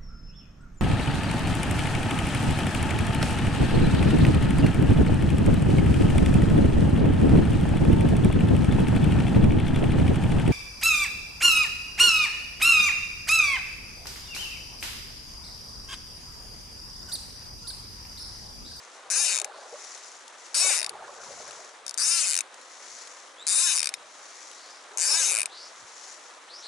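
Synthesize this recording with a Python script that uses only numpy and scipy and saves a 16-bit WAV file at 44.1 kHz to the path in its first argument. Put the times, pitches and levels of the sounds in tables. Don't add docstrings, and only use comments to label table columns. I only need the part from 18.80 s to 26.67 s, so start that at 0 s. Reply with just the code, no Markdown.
import sys
import numpy as np
from scipy import signal
from scipy.fft import rfft, irfft, next_fast_len
from scipy.io import wavfile

SR = 44100
rng = np.random.default_rng(int(sys.argv[2]) if len(sys.argv) > 2 else 0)


def to_wav(sig):
    pcm = np.clip(np.atleast_2d(sig), -1, 1) * 32767
    pcm = np.round(pcm).astype(np.int16)
    wavfile.write(sys.argv[1], SR, pcm.T)


N = 347067
TIME = np.arange(N) / SR

# frequency_hz, density_db (per Hz)
STREAM_SPECTRUM = [(25, -44), (70, -46), (160, -33.5), (250, -17), (350, -10), (550, -7), (1200, -3),
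                   (1800, -7), (2700, -12), (4000, -12.5), (6000, -26.5), (8500, -18.5), (11000, -27)]
# frequency_hz, likeness (1 = identical)
STREAM_LIKENESS = [(60, 0.29), (300, 0.84), (600, 0.77), (1200, 0.69), (2600, 0.44), (6000, 1),
                   (11000, 0.47)]
# middle_s, half_length_s, level_db
LINE_SLIDES = [(0.08, 0.21, -54), (1.13, 0.31, -46.5), (1.75, 0.18, -49.5), (2.6, 0.29, -45),
               (4.15, 0.3, -45.5), (5.61, 0.38, -47.5), (6.2, 0.16, -56), (7.18, 0.37, -47),
               (7.82, 0.054, -52)]
# frequency_hz, level_db
SLIDE_SPECTRUM = [(1200, -36.5), (1900, -5.5), (3000, -16.5), (4000, -9), (5100, -4.5), (5700, -0.5),
                  (7000, -2), (8000, -9.5), (9000, -17.5), (9800, -13), (11000, -18.5)]
# middle_s, half_length_s, level_db
BODY_BUMPS = [(0.28, 0.032, -79), (2.17, 0.14, -68.5), (2.57, 0.18, -63), (3.1, 0.049, -77),
              (4.13, 0.066, -78), (4.68, 0.037, -70), (5.16, 0.17, -79), (6.63, 0.05, -75),
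              (7.03, 0.033, -65)]
# start_s, fastest_s, end_s, first_teeth_per_s, top_teeth_per_s, coasting_teeth_per_s,
# tug_abruptness (exponent), slowing_s, driven_click_db, coasting_click_db, knock_db,
# driven_chatter_hz, coasting_chatter_hz
LINE_PULLS = [(0.301, 0.432, 0.5864, 163, 346, 91, 2.73, 0.13, -14, -12.5, 4, 5650, 6300),
              (1.744, 1.87, 2.0151, 180, 375, 80, 3.2, 0.12, -12, -16, 4.5, 6450, 4800),
              (3.176, 3.35, 3.5647, 157, 342, 67, 2.13, 0.173, -13.5, -10.5, 2.5, 5920, 6900),
              (4.6674, 4.836, 5.0031, 139, 359, 94, 1.25, 0.141, -12.5, -10.5, 4, 6342, 4370),
              (6.173, 6.38, 6.5952, 98, 333, 109.5, 1.52, 0.16, -12.5, -13.5, 4.5, 6120, 8583)]
# time_s, click_db
LONE_TEETH = [(0.599, -13), (0.6155, -14.5), (0.6446, -13), (2.0285, -13), (2.0443, -13), (2.0627, -15.5),
              (2.0933, -14.5), (3.0645, -20), (3.0795, -19), (3.0934, -18.5), (3.1093, -21), (3.1411, -18),
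              (3.5751, -11), (3.5884, -9), (3.6063, -10.5), (5.0158, -14), (5.029, -7), (5.0428, -11.5),
              (5.0565, -11), (5.071, -10), (5.0901, -14), (5.1392, -10.5), (6.6045, -14), (6.6161, -11),
              (6.6302, -13.5), (6.6567, -13)]
# frequency_hz, level_db
REEL_SPECTRUM = [(200, -72), (450, -30), (1000, -14.5), (1600, -5), (1850, -11), (2600, -6), (3000, -11.5),
                 (3350, -18.5), (3700, -8), (4200, -7.5), (5000, -2.5), (6300, -3.5), (8400, 0),
                 (11000, -5)]
# frequency_hz, width_hz, level_db
REEL_MODES = [(2453, 100, -2), (3703, 79, 3), (4590, 250, -5.5), (5410, 49, 5.5), (6270, 190, -7.5),
              (9600, 330, 2.5)]
# frequency_hz, right_ear_level_db
REEL_SHADOW = [(500, 4), (1200, -10.5), (2200, -5), (4000, -9.5), (7000, -7), (11000, -6)]
# frequency_hz, right_lead_rad
EAR_PHASE = [(300, -0.9), (1400, 0.79), (3500, -0.63), (6500, 0.26), (11000, -1.68)]
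# middle_s, half_length_s, level_db
SLOSHES = [(0.59, 0.37, -46), (0.87, 0.19, -48), (1.89, 0.13, -42), (2.21, 0.21, -44), (2.56, 0.37, -47.5),
           (6.18, 0.085, -48), (6.43, 0.22, -44)]
# start_s, pitch_hz, level_db
BIG_BUBBLES = [(0.65, 780, -34.5), (0.925, 463, -33.5), (0.94, 563, -31.5), (1.845, 594, -31),
               (1.905, 560, -32), (2.15, 796, -32), (2.222, 847, -35), (2.505, 537, -36), (2.6, 590, -35.5),
               (6.325, 390, -43)]
# start_s, length_s, first_hz, last_hz, level_db,
# blur_width (share of last_hz), octave_db
SWISHES = [(0.658, 0.26, 3430, 4890, -56.5, 0.18, -18), (4.567, 0.12, 3120, 4030, -46, 0.024, -10),
           (5.69, 0.37, 3440, 5190, -53, 0.12, -31), (6.678, 0.25, 3190, 5150, -45, 0.12, -26),
           (7.67, 0.19, 2955, 5750, -45.5, 0.08, -27), (7.81, 0.13, 3670, 4620, -42, 0.093, -18)]
# start_s, peak_db
LINE_TAPS = [(1.1772, -32), (1.479, -27), (1.6644, -32), (2.6777, -27.5), (2.709, -24), (3.743, -29),
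             (3.812, -34), (4.273, -27), (5.7137, -28.5)]

WOBBLE_S, WOBBLES_PER_S = 0.00005, 25
CHATTER_WANDER, WANDERS_PER_S = 0.093, 4.7
KNOCK_RISE_DB, COASTING_KNOCK_DB = 6, 1
CUTOFF_HZ = 11100


def from_db(db):
    return 10 ** (np.asarray(db) / 20)


def rms_one(x):
    return x / np.sqrt(np.mean(x ** 2) + 1e-20)


def at_hz(points, hz):
    frequency, value = np.transpose(points)
    return np.interp(np.log(hz + 1), np.log(frequency), value)


def colour(x, points, size=4096):
    hz = np.abs(np.fft.fftfreq(size, 1 / SR))
    log_gain = np.log(from_db(at_hz(points, hz)))
    response = np.fft.ifft(np.exp(np.conj(signal.hilbert(log_gain)))).real
    return signal.fftconvolve(np.atleast_2d(x), response[None, :size // 2], axes=1)[:, :N]


def band(x, low_hz, high_hz):
    sections = signal.butter(2, [low_hz, high_hz], "band", fs=SR, output="sos")
    return signal.sosfilt(sections, x + 1e-18)


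def resonance(x, hz, width):
    radius = np.exp(-np.pi * width / SR)
    zeros = np.array([1, 0, -1]) * (1 - radius * radius) / 2
    poles = [1, -2 * radius * np.cos(2 * np.pi * hz / SR), radius * radius]
    return signal.lfilter(zeros, poles, x + 1e-18)


def drift(rate, size=N):
    padded = next_fast_len(size, True)
    hz = np.arange(padded // 2 + 1) * SR / padded
    spectrum = rfft(rng.standard_normal(padded)) / (1 + (hz / rate) ** 2)
    return rms_one(irfft(spectrum, padded)[:size])


def spread(pair, alike, pan_db=0):
    alike = np.clip(alike, -1, 1)
    middle = np.sqrt(1 + alike) * pair[0]
    side = np.sqrt(1 - alike) * pair[1] * np.array([[1], [-1]])
    return (middle + side) / np.sqrt(2) * from_db([[pan_db / 2], [-pan_db / 2]])


def add(track, s, sound):
    i = int(np.clip(round(s * SR), 0, N))
    track[..., i:i + sound.shape[-1]] += sound[..., :N - i]


def swells(rows):
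    powers = [(from_db(db) * np.exp(-((TIME - s) / half) ** 2)) ** 2 for s, half, db in rows]
    return np.sqrt(sum(powers))


def bubble(hz, cycles=14, rise=0.13):
    u = np.linspace(0, 1, int(2 * cycles / hz * SR))
    tone = np.sin(4 * np.pi * cycles * (u + rise * u * u))
    return tone * np.exp(-6 * u) * (1 - np.exp(-40 * u))


def bubbling(low_hz, high_hz, size_db, count):
    out = np.zeros((2, N))
    for when, pitch, size, side in rng.random((count, 4)):
        pan = np.array([[0.5 + side], [1.5 - side]])
        gain = from_db(size_db * min(-np.log(1 - size), 4)) * pan
        add(out, when * N / SR, gain * bubble(low_hz * (high_hz / low_hz) ** pitch))
    return rms_one(out)


def stream(level_db=-50, bubbles_db=-60, surge_db=1.0):
    hz = np.arange(N // 2 + 1) * SR / N
    rush = irfft(spread(rfft(rng.standard_normal((2, N))), at_hz(STREAM_LIKENESS, hz)), N)
    rush = rms_one(colour(rush, STREAM_SPECTRUM)) * from_db(level_db + surge_db * drift(39))
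    return rush + from_db(bubbles_db) * bubbling(465, 2310, size_db=1.5, count=2500)


def line_hiss(grain_db=2, flutter_db=1.14, resting_db=-62):
    noise = spread(rng.standard_normal((2, N)), alike=0.71, pan_db=4.5)
    hiss = rms_one(colour(noise, SLIDE_SPECTRUM))
    sliding = np.hypot(swells(LINE_SLIDES), from_db(resting_db))
    return hiss * sliding * from_db(grain_db * drift(180) + flutter_db * drift(9.1))


def bumps(rumble_db=-99, waver_db=4):
    thud_noise = spread(rng.standard_normal((2, N)), alike=0.46)
    thuds = swells(BODY_BUMPS) * rms_one(band(thud_noise, 69.9, 262.6))
    rumble = rms_one(band(spread(rng.standard_normal((2, N)), alike=0.44), 35, 160))
    return thuds + rumble * from_db(rumble_db + waver_db * drift(14))


def teeth(pull, lone):
    (start, fastest, end, first, top, coasting, abruptness, slowing_s,
     driven_db, coasting_db, knock_db, driven_hz, coasting_hz) = pull
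    t = np.arange(start, end, 1 / SR)
    tug = np.clip((t - start) / (fastest - start), 0, 1)
    momentum = np.exp(-(np.maximum(t - fastest, 0) / slowing_s) ** 2)
    speeding_up = top - (top - first) * (1 - tug) ** abruptness
    slowing_down = np.maximum(top * momentum, coasting)
    speed = np.where(t < fastest, speeding_up, slowing_down)
    turned = np.cumsum(speed) / SR
    wobble = WOBBLE_S * drift(WOBBLES_PER_S, size=SR)[:len(t)]
    tooth_count = np.linspace(0, turned[-1], round(turned[-1]) + 1)
    spun = np.interp(tooth_count, turned, t + wobble)
    slack = ((1 - momentum) / (1 - momentum[-1])) ** 4
    spun_db = driven_db + (coasting_db - driven_db) * np.interp(spun, t, slack)
    s, db = np.transpose(sorted(list(zip(spun, spun_db)) + lone))
    slack = np.interp(s, t, slack)
    knock = knock_db - KNOCK_RISE_DB * (1 - np.interp(s, t, tug) ** 2) + COASTING_KNOCK_DB * slack
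    chatter_hz = driven_hz + (coasting_hz - driven_hz) * slack
    stray = drift(WANDERS_PER_S, size=SR)[((s - s[0]) * SR).astype(int)]
    return np.column_stack([s, db, knock, chatter_hz * np.exp(CHATTER_WANDER * stray)])


def pawl_drops(lone_db):
    fastest = np.array(LINE_PULLS)[:, 1]
    drops = []
    for k, pull in enumerate(LINE_PULLS):
        lone = [(s, db + lone_db) for s, db in LONE_TEETH if np.argmin(abs(fastest - s)) == k]
        drops.append(teeth(pull, lone))
    return np.vstack(drops)


def pawl(drops, chatter_s=0.0026, tail_s=0.0091, tail_db=-15, ping_db=2, ping_width=1100,
         uneven_db=0.74, alike=0.8, size=512):
    forget_s, fresh, jitter_s = 0.06, 0.27, 0.000012
    t = np.arange(size) / SR
    shape = np.exp(-((t - chatter_s / 2) / (chatter_s / 2)) ** 2) + from_db(tail_db) * np.exp(-t / tail_s)
    snaps, knocks = np.zeros((2, 2, N))
    pattern, before = rng.standard_normal((2, size)), 0
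    for s, db, knock_db, ping_hz in drops:
        memory, before = np.exp(-abs(s - before) / forget_s), s
        pattern = memory * pattern + np.sqrt(1 - memory ** 2) * rng.standard_normal((2, size))
        noise = pattern + fresh * rng.standard_normal((2, size))
        chatter = spread(shape * noise, alike)
        chatter = chatter + from_db(ping_db) * resonance(chatter, ping_hz, ping_width)
        strength = from_db(db + uneven_db * rng.standard_normal())
        chatter = rms_one(chatter) * np.sqrt(np.mean(shape ** 2)) * strength
        landing = s + jitter_s * rng.standard_normal()
        add(snaps, landing, chatter)
        add(knocks, landing, chatter * from_db(knock_db))
    return snaps + band(knocks - snaps, 1820, 4030)


def reel(level_db=-1.5, lone_db=-1):
    blows = pawl(pawl_drops(lone_db))
    rung = blows + sum(from_db(db) * resonance(blows, hz, width) for hz, width, db in REEL_MODES)
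    left, right = colour(rung, REEL_SPECTRUM)
    hz = np.arange(N // 2 + 1) * SR / N
    right = irfft(rfft(right) * np.exp(1j * at_hz(EAR_PHASE, hz)), N)
    return from_db(level_db) * np.vstack([left, colour(right, REEL_SHADOW)])


def slosh(level_db=-1):
    gurgle = rms_one(band(bubbling(335.3, 1706, size_db=3, count=4000), 577, 1850))
    out = gurgle * from_db(level_db) * swells(SLOSHES)
    for s, hz, db in BIG_BUBBLES:
        add(out, s, from_db(db) * bubble(hz, cycles=19.5))
    return out


def line_swishes(ease=2.2, pan_db=2):
    out = np.zeros(N)
    for s, length, first_hz, last_hz, db, width, octave_db in SWISHES:
        u = np.linspace(0, 1, int(length * SR))
        pitch_hz = last_hz + (first_hz - last_hz) * (1 - u) ** ease
        phase = 2 * np.pi * np.cumsum(pitch_hz) / SR
        blur = drift(width * last_hz, size=SR) + 1j * drift(width * last_hz, size=SR)
        blur = blur[:len(u)] / np.sqrt(2)
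        octave = from_db(octave_db) * blur ** 2 * np.exp(2j * phase)
        tone = blur * np.exp(1j * phase) + octave
        add(out, s, from_db(db) * np.sqrt(2) * tone.real * np.sin(np.pi * u))
    return out * from_db([[pan_db / 2], [-pan_db / 2]])


def line_taps(level_db=-6, decay_s=0.003, size=600):
    out = np.zeros((2, N))
    for s, db in LINE_TAPS:
        tick = rng.standard_normal((2, size)) * np.exp(-np.arange(size) / SR / decay_s)
        add(out, s, from_db(db + level_db) * spread(tick, alike=0.6, pan_db=4))
    return band(out, 2500, 9600)


def scene():
    return stream() + line_hiss() + bumps() + reel() + slosh() + line_swishes() + line_taps()


def record(dry):
    return signal.sosfilt(signal.ellip(12, 0.2, 75, CUTOFF_HZ, fs=SR, output="sos"), dry)


dry = scene()
out = record(dry)
to_wav(out)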